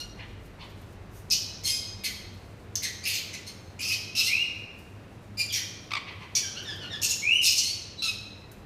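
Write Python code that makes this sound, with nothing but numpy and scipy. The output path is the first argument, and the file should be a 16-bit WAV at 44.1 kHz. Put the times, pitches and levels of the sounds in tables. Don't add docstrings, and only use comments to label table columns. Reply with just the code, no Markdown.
import sys
import numpy as np
from scipy import signal
from scipy.fft import rfft, irfft
from scipy.io import wavfile

SR = 44100
rng = np.random.default_rng(int(sys.argv[2]) if len(sys.argv) > 2 else 0)


def persist_wave(psi):
    counts = np.round(np.clip(psi, -1, 1) * 32767).astype(np.int16)
    wavfile.write(sys.argv[1], SR, np.atleast_2d(counts).T)


def boost_factor(decibels):
    exponent = np.asarray(decibels, float) / 20
    return 10 ** exponent


N = 381465


def rms_one(x):
    return x / np.sqrt(np.mean(x ** 2) + 1e-20)


def at_hz(points, hz):
    f, value = np.transpose(points)
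    return np.interp(np.log(hz), np.log(f), value)


def colour(x, points):
    hz = np.maximum(np.arange(N // 2 + 1) * SR / N, 1)
    return irfft(rfft(x) * boost_factor(at_hz(points, hz)), N)


def fader(rows):
    return boost_factor(np.interp(np.arange(N) / SR, *np.transpose(rows)))


def peak(hz, centre_hz, width_hz):
    return 1 / (1 + (2 * (hz - centre_hz) / width_hz) ** 2)


def butter(x, order, hz, kind):
    return signal.sosfilt(signal.butter(order, hz, kind, fs=SR, output="sos"), x)


def wobble(size, top_hz):
    warm_up = 4000
    return rms_one(butter(rng.standard_normal(size + warm_up), 4, top_hz, "low")[warm_up:])


def unroll(rows):
    s, *columns = np.transpose(rows)
    t = np.arange(s[0], s[-1], 1 / SR)
    edge = np.clip(np.minimum(t - s[0], s[-1] - t) / 0.0021, 0, 1)
    return round(s[0] * SR), edge, [np.interp(t, s, c) for c in columns]


def add(track, start, sound):
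    track[start:start + len(sound)] += sound


# f/Hz, level/dB (per Hz)
AIR_TONE = [(35, -21), (60, -14), (98, 1), (130, -10.5), (156, -9), (222, -13.5), (330, -13.5),
            (862, -22.5), (1310, -25), (2650, -30), (3190, -35), (3940, -35.5), (4530, -38), (12400, -49),
            (16000, -53)]
# t/s, level/dB
AIR_LEVEL = [(0.0, -46.5), (5.0, -47), (5.5, -47.5), (6.4, -46.5), (6.9, -43), (7.4, -48.5), (8.65, -47.5)]


def fan_air():
    broad = rms_one(colour(rng.standard_normal(N), AIR_TONE))
    treble = butter(broad, 2, 4000, "high")
    restless = boost_factor(2 * wobble(N, top_hz=9)) - 1
    return fader(AIR_LEVEL) * (broad + treble * restless)


# t/s, level/dB
TRAFFIC = [(0.0, -52.5), (2.2, -53), (3.2, -68), (4.2, -67), (5.0, -62), (6.6, -70), (8.0, -63),
           (8.65, -54)]


def traffic_rumble():
    return fader(TRAFFIC) * rms_one(butter(rng.standard_normal(N), 2, [38, 65], "band"))


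# f/Hz, width/Hz, level/dB (against the load)
HUM_BANDS = [(103.9, 4.1, -7.5), (202.5, 7.9, -12)]
# t/s, level/dB
MOTOR_LOAD = [(0.0, -47), (1.6, -48.5), (2.8, -48), (5.2, -49.5), (5.5, -46), (7.5, -53), (7.9, -54),
              (8.65, -45)]


def motor_hum():
    out = np.zeros(N)
    hz = np.arange(N // 2 + 1) * SR / N
    for centre_hz, width_hz, db in HUM_BANDS:
        band = irfft(rfft(rng.standard_normal(N)) * peak(hz, centre_hz, width_hz), N)
        out += fader(MOTOR_LOAD) * boost_factor(db) * rms_one(band)
    return out


# f/Hz, t60/s
WALLS = [(500, 1), (2500, 1.0), (5000, 0.79), (9000, 0.48), (15000, 0.39)]


def aviary(x):
    t = np.arange(round(1.3 * SR)) / SR
    white = rng.standard_normal((2, len(t)))
    edges = 400 * 2 ** np.arange(0, 6, .5)
    echo = 0
    for k, (low, high) in enumerate(zip(edges, edges[1:])):
        band = butter(white[k % 2], 2, [low, high], "band")
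        t60 = at_hz(WALLS, np.sqrt(low * high))
        near_walls = boost_factor(7 - 60 * t / (0.16 * t60))
        echo = echo + band * (boost_factor(-60 * t / t60) + near_walls)
    echo = echo * np.clip(t / 0.0087, 0, 1)
    return signal.fftconvolve(x, echo / np.sqrt(np.sum(echo ** 2)))[:N]


# f/Hz, level/dB
PATH = [(300, -5), (1500, -5.5), (6600, 1), (7200, -3.5), (7800, -5.5), (9000, -4.5), (10100, -5.5),
        (10650, -9.5), (11500, -2.5), (14000, -7), (15500, -16), (20000, -26)]


def cage_and_microphone(x):
    return colour(x, PATH)


# t/s, peak level/dB, ring f/Hz, t60/s
CLICKS = [
    (2.755, -16, 6300, 0.012),
    (2.759, -6, 5640, 0.0022),
    (1.2, -45, 9000, 0.0091),
]
# t/s, length/s, level/dB
HISS_BURSTS = [(2.754, 0.0083, -27.5), (5.9, 0.063, -55), (0.444, 0.036, -58), (.68, 0.051, -60),
               (0.806, 0.023, -56), (0.915, 0.027, -60), (1.092, 0.15, -54), (2.325, .04, -61),
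               (4.636, 0.033, -71), (4.775, 0.032, -55), (5.098, .06, -81), (5.228, 0.015, -80),
               (5.34, .02, -73), (6.617, 0.036, -53), (6.747, 0.029, -55), (6.86, 0.0072, -56),
               (8.512, 0.014, -45), (8.53, 0.023, -75), (8.612, .01, -75)]


def perch_noises():
    out, t = np.zeros(N), np.arange(900) / SR
    for s, peak_db, hz, t60 in CLICKS:
        decay = boost_factor(peak_db - 60 * t / t60) * np.clip(t / 0.000097, 0, 1)
        add(out, round(s * SR), decay * np.sin(2 * np.pi * hz * t))
    for s, length, level_db in HISS_BURSTS:
        size = round(length * SR)
        hiss = np.diff(rng.standard_normal(size + 1))
        add(out, round(s * SR), boost_factor(level_db) * np.hanning(size) * hiss)
    return out


def stack(pitch_hz, partials_db):
    phase = 2 * np.pi * np.cumsum(pitch_hz) / SR
    return sum(boost_factor(db) * np.sin((k + 1) * phase) for k, db in enumerate(partials_db))


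# t/s, length/s, peak level/dB, f/Hz
TRILL = [
    (5.907, 0.0064, -26.5, 1270),
    (5.916, 0.009, -19, 1127),
    (5.935, 0.0064, -13.5, 1158),
    (5.952, 0.0074, -16, 1195),
    (5.966, 0.017, -19, 1120),
]
TRILL_PARTIALS_DB = [1, 3.5, -3.5, -7, -17.5, -32, -18, -38]


def trill():
    out = np.zeros(N)
    for s, length, peak_db, hz in TRILL:
        u = np.linspace(0, 1, round(length * SR))
        pitch_hz = hz * (1 + 0.067 * wobble(len(u), top_hz=410))
        gate = np.clip(np.minimum(u * length / .0004, (1 - u) / .25), 0, 1)
        shape = boost_factor(peak_db - 9 - 3 * u) * gate
        add(out, round(s * SR), shape * stack(pitch_hz, TRILL_PARTIALS_DB))
    return out


# t/s, level/dB, f/Hz
WHISTLES = [
    [(4.27, -47.5, 1990), (4.326, -33, 2493), (4.332, -38, 2556), (4.388, -44.5, 2775),
     (4.408, -34.5, 2834), (4.46, -81, 2970)],
    [(7.22, -40.5, 2170), (7.244, -35.5, 2352), (7.324, -34, 2864), (7.36, -35.5, 2998), (7.4, -50, 2900),
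     (7.41, -26, 2770)],
]
WHISTLE_PARTIALS_DB = [4, -11.5, -14, -32, -15]


def whistles():
    out = np.zeros(N)
    for rows in WHISTLES:
        start, edge, (level_db, pitch_hz) = unroll(rows)
        closed_db = -170 * (1 - pitch_hz / pitch_hz.max())
        partials_db = [db + closed_db * (k > 0) for k, db in enumerate(WHISTLE_PARTIALS_DB)]
        flutter = 1 + 0.007 * wobble(len(pitch_hz), top_hz=154)
        add(out, start, edge * boost_factor(level_db + 11) * stack(pitch_hz * flutter, partials_db))
    return out


def squawk(pitch_hz, beak_hz, width_hz, chaos, half_db, first_db, upper_db, lowest_db):
    size = len(pitch_hz)
    unsteady = 1 + .06 * chaos ** 2 * wobble(size, top_hz=70)
    phase = 2 * np.pi * np.cumsum(pitch_hz * unsteady) / SR
    tremble = (.35 + chaos) * wobble(size, top_hz=450)
    out = 0
    for k in np.arange(1, 9, .5):
        hz = k * pitch_hz
        beak = peak(hz, beak_hz, width_hz)
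        throat = peak(hz, centre_hz=9630, width_hz=1840)
        steady = beak + boost_factor(upper_db + 2) * throat
        rasp = beak + boost_factor(upper_db - (6.0 - 11.4 * chaos) * np.log2(hz / 9000))
        if k == 1:
            steady = rasp = boost_factor(first_db)
        angle = k * phase + rng.uniform(0, 2 * np.pi)
        ordered = np.sqrt(1 - chaos) * steady * np.sin(angle)
        chaotic = np.sqrt(chaos) * rasp * np.sin(angle + (k + 1) ** .5 * tremble)
        flare_db = 7 * chaos * wobble(size, top_hz=40)
        gain = boost_factor(half_db * (k % 1 > 0) + flare_db) * (hz < .4 * SR)
        out = out + gain * (ordered + chaotic)
    out = out * boost_factor(3.5 * chaos * wobble(size, top_hz=250))
    above_windpipe = butter(out, 6, .9 * pitch_hz.min(), "high")
    lowest = boost_factor(lowest_db) * np.sin(phase / 2 + 1.4 * chaos * wobble(size, top_hz=185))
    return rms_one(above_windpipe + lowest)


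# t/s, length/s, level/dB, first f/Hz, last f/Hz
SCREECHES = [
    (5.521, .065, -25.5, 2400, 1962),
    (6.35, 0.047, -23, 2413, 2198),
]
CRIES = [
    (4.15, 0.0755, -22, 2690, 2573),
    (4.225, 0.068, -25, 2600, 2860),
]
FULL_NOTES = [
    (1.635, 0.047, -23.5, 2147, 2137),
    (3.462, 0.02, -37, 2103, 2130),
]
SHRIEKS = [
    (1.3, 0.041, -20, 2465, 2952),
    (7.015, 0.041, -20.5, 2700, 2664),
    (7.085, 0.037, -22, 2698, 2670),
    (7.415, 0.0726, -19.5, 2600, 2660),
    (7.488, 0.059, -24.5, 2654, 2600),
    (7.55, 0.062, -24.5, 2680, 2906),
]
RASPS = [
    (2.035, 0.033, -24, 2400, 2047),
    (3.052, 0.076, -24, 2400, 2234),
    (3.13, 0.047, -25, 2474, 2350),
]
YELPS = [
    (2.82, 0.048, -24.5, 2133, 2000),
    (3.33, 0.029, -34, 2040, 1974),
    (5.555, 0.0444, -30, 2012, 1780),
]
BARKS = [
    (3.79, 0.065, -29, 2370, 2700),
    (3.845, .09, -27.5, 2623, 2452),
]
FAR_SQUAWKS = [
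    (.165, 0.059, -42, 1959, 1890),
    (.58, 0.053, -42.5, 2144, 2010),
    (6.06, 0.0587, -39.5, 2145, 2048),
    (6.19, .05, -41, 2200, 2080),
]
CHATTER = [
    (6.42, 0.048, -37.5, 1754, 1467),
    (6.55, 0.059, -38, 1294, 1693),
    (6.65, 0.088, -35, 1862, 1567),
    (6.805, 0.0603, -38.5, 1537, 1370),
    (6.9, 0.069, -35, 1918, 1600),
]
PEEPS = [
    (5.49, .03, -31, 3660, 2970),
    (7.97, .035, -34.5, 3980, 3920),
]
CHIRPS = [
    (3.03, .025, -33, 2333, 2400),
    (5.37, 0.053, -24, 2426, 2367),
]
CLEAR_NOTES = [
    (1.686, 0.082, -24.5, 2530, 2487),
    (7.625, .1, -27.5, 2060, 2342),
]
CROAKS = [
    (0.0, 0.019, -36, 2857, 2870),
    (8.02, 0.082, -27.5, 2727, 2492),
]
# calls, then partial levels and direct share/dB, beak tuning/multiple of pitch;
# the level swells by rise_db/dB up to crest/share of the call, then sinks by fade_db/dB
MANNERS = [ (SCREECHES, dict(half_db=5, first_db=-4.5, upper_db=-10, lowest_db=-35, direct_db=-2.5, beak_times=2.48, rise_db=2, crest=0.38, fade_db=15.5)),
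           (RASPS, dict(half_db=-4.5, first_db=1, upper_db=-1.5, lowest_db=-22.5, direct_db=-5, beak_times=1.81, rise_db=4.5, crest=0.26, fade_db=8.5)),
           (YELPS, dict(half_db=-9, first_db=1, upper_db=-6, lowest_db=-23, direct_db=-2, beak_times=2.33, rise_db=7, crest=0.38, fade_db=15.5)),
           (FAR_SQUAWKS, dict(half_db=-4.5, first_db=4.5, upper_db=-36, lowest_db=3, direct_db=-20, beak_times=1.48, rise_db=3, crest=.3, fade_db=5)),
           (CHATTER, dict(half_db=-43, first_db=-4, upper_db=-31, lowest_db=-31, direct_db=-0.5, beak_times=2.23, rise_db=10, crest=0.39, fade_db=6)),
           (PEEPS, dict(half_db=-26, first_db=-2, upper_db=-27, lowest_db=-30, direct_db=-3, beak_times=1.5, rise_db=14.5, crest=0.69, fade_db=13)),
           (CLEAR_NOTES, dict(half_db=-6, first_db=-19, upper_db=-6.5, lowest_db=-39, direct_db=-10, beak_times=2.22, rise_db=2, crest=0.11, fade_db=11.5)),
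           (CROAKS, dict(half_db=-1, first_db=-5, upper_db=-13.5, lowest_db=-13, direct_db=0, beak_times=1.58, rise_db=2.5, crest=0.3, fade_db=5)),
           (SHRIEKS, dict(half_db=-1.5, first_db=-6, upper_db=-7.5, lowest_db=-53, direct_db=-1.5, beak_times=2.054, rise_db=9.5, crest=0.52, fade_db=4)),
           (CHIRPS, dict(half_db=-21, first_db=-3, upper_db=-7, lowest_db=-44, direct_db=-3, beak_times=2.22, rise_db=13.5, crest=0.46, fade_db=6.5)),
           (BARKS, dict(half_db=-12.5, first_db=-1.5, upper_db=-10, lowest_db=-24, direct_db=-4, beak_times=2.28, rise_db=9, crest=0.31, fade_db=1)),
           (FULL_NOTES, dict(half_db=-3.5, first_db=-1.5, upper_db=2, lowest_db=-22, direct_db=-5.5, beak_times=2.17, rise_db=7, crest=0.64, fade_db=-0.5)),
           (CRIES, dict(half_db=-5, first_db=0, upper_db=-3, lowest_db=-20.5, direct_db=-3.5, beak_times=1.58, rise_db=5.5, crest=0.73, fade_db=13)),
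           ]
BEAK_WIDTHS_HZ = [2600, 2600, 1800, 1570, 1790, 1200, 990, 1600, 2400, 1810, 1480, 2600, 2700]
DISORDER = [.68, .8, .7, .9, .27, .35, .22, .4, .7, .35, .65, .35, .55]


def calls():
    sent, direct = np.zeros((2, N))
    for (rows, v), chaos, width_hz in zip(MANNERS, DISORDER, BEAK_WIDTHS_HZ):
        crest = np.clip(v["crest"], .05, .95)
        for s, length, db, first_hz, last_hz in rows:
            crest_hz = first_hz + crest * (last_hz - first_hz)
            shape = [(s, db - v["rise_db"], first_hz),
                     (s + crest * length, db, crest_hz),
                     (s + length, db - v["fade_db"], last_hz)]
            start, edge, (level_db, pitch_hz) = unroll(shape)
            beak_hz = v["beak_times"] * pitch_hz.mean()
            upper_db = v["upper_db"] + 0.77 * (level_db - db)
            voice = squawk(pitch_hz, beak_hz, width_hz, chaos, v["half_db"], v["first_db"],
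                           upper_db, v["lowest_db"])
            sound = edge * boost_factor(level_db) * voice
            add(sent, start, sound)
            add(direct, start, boost_factor(v["direct_db"]) * sound)
    return sent, direct


def scene():
    background = fan_air() + traffic_rumble() + motor_hum()
    small, close, pure = perch_noises(), trill(), whistles()
    sent, direct = calls()
    wet = aviary(sent + pure + boost_factor(-8.5) * close + boost_factor(-1.0) * small)
    straight = direct + boost_factor(-8) * pure + close + small
    return (cage_and_microphone(wet + straight) + background)[None]


def low_pass(x):
    return signal.sosfilt(signal.butter(12, 16570, fs=SR, output="sos"), x)


def record(dry):
    rounded = .5 * np.tanh(dry / .5)
    top_cut = signal.cheby2(12, 60, 16300, fs=SR, output="sos")
    return low_pass(signal.sosfilt(top_cut, rounded))


dry = scene()
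out = record(dry)
persist_wave(out)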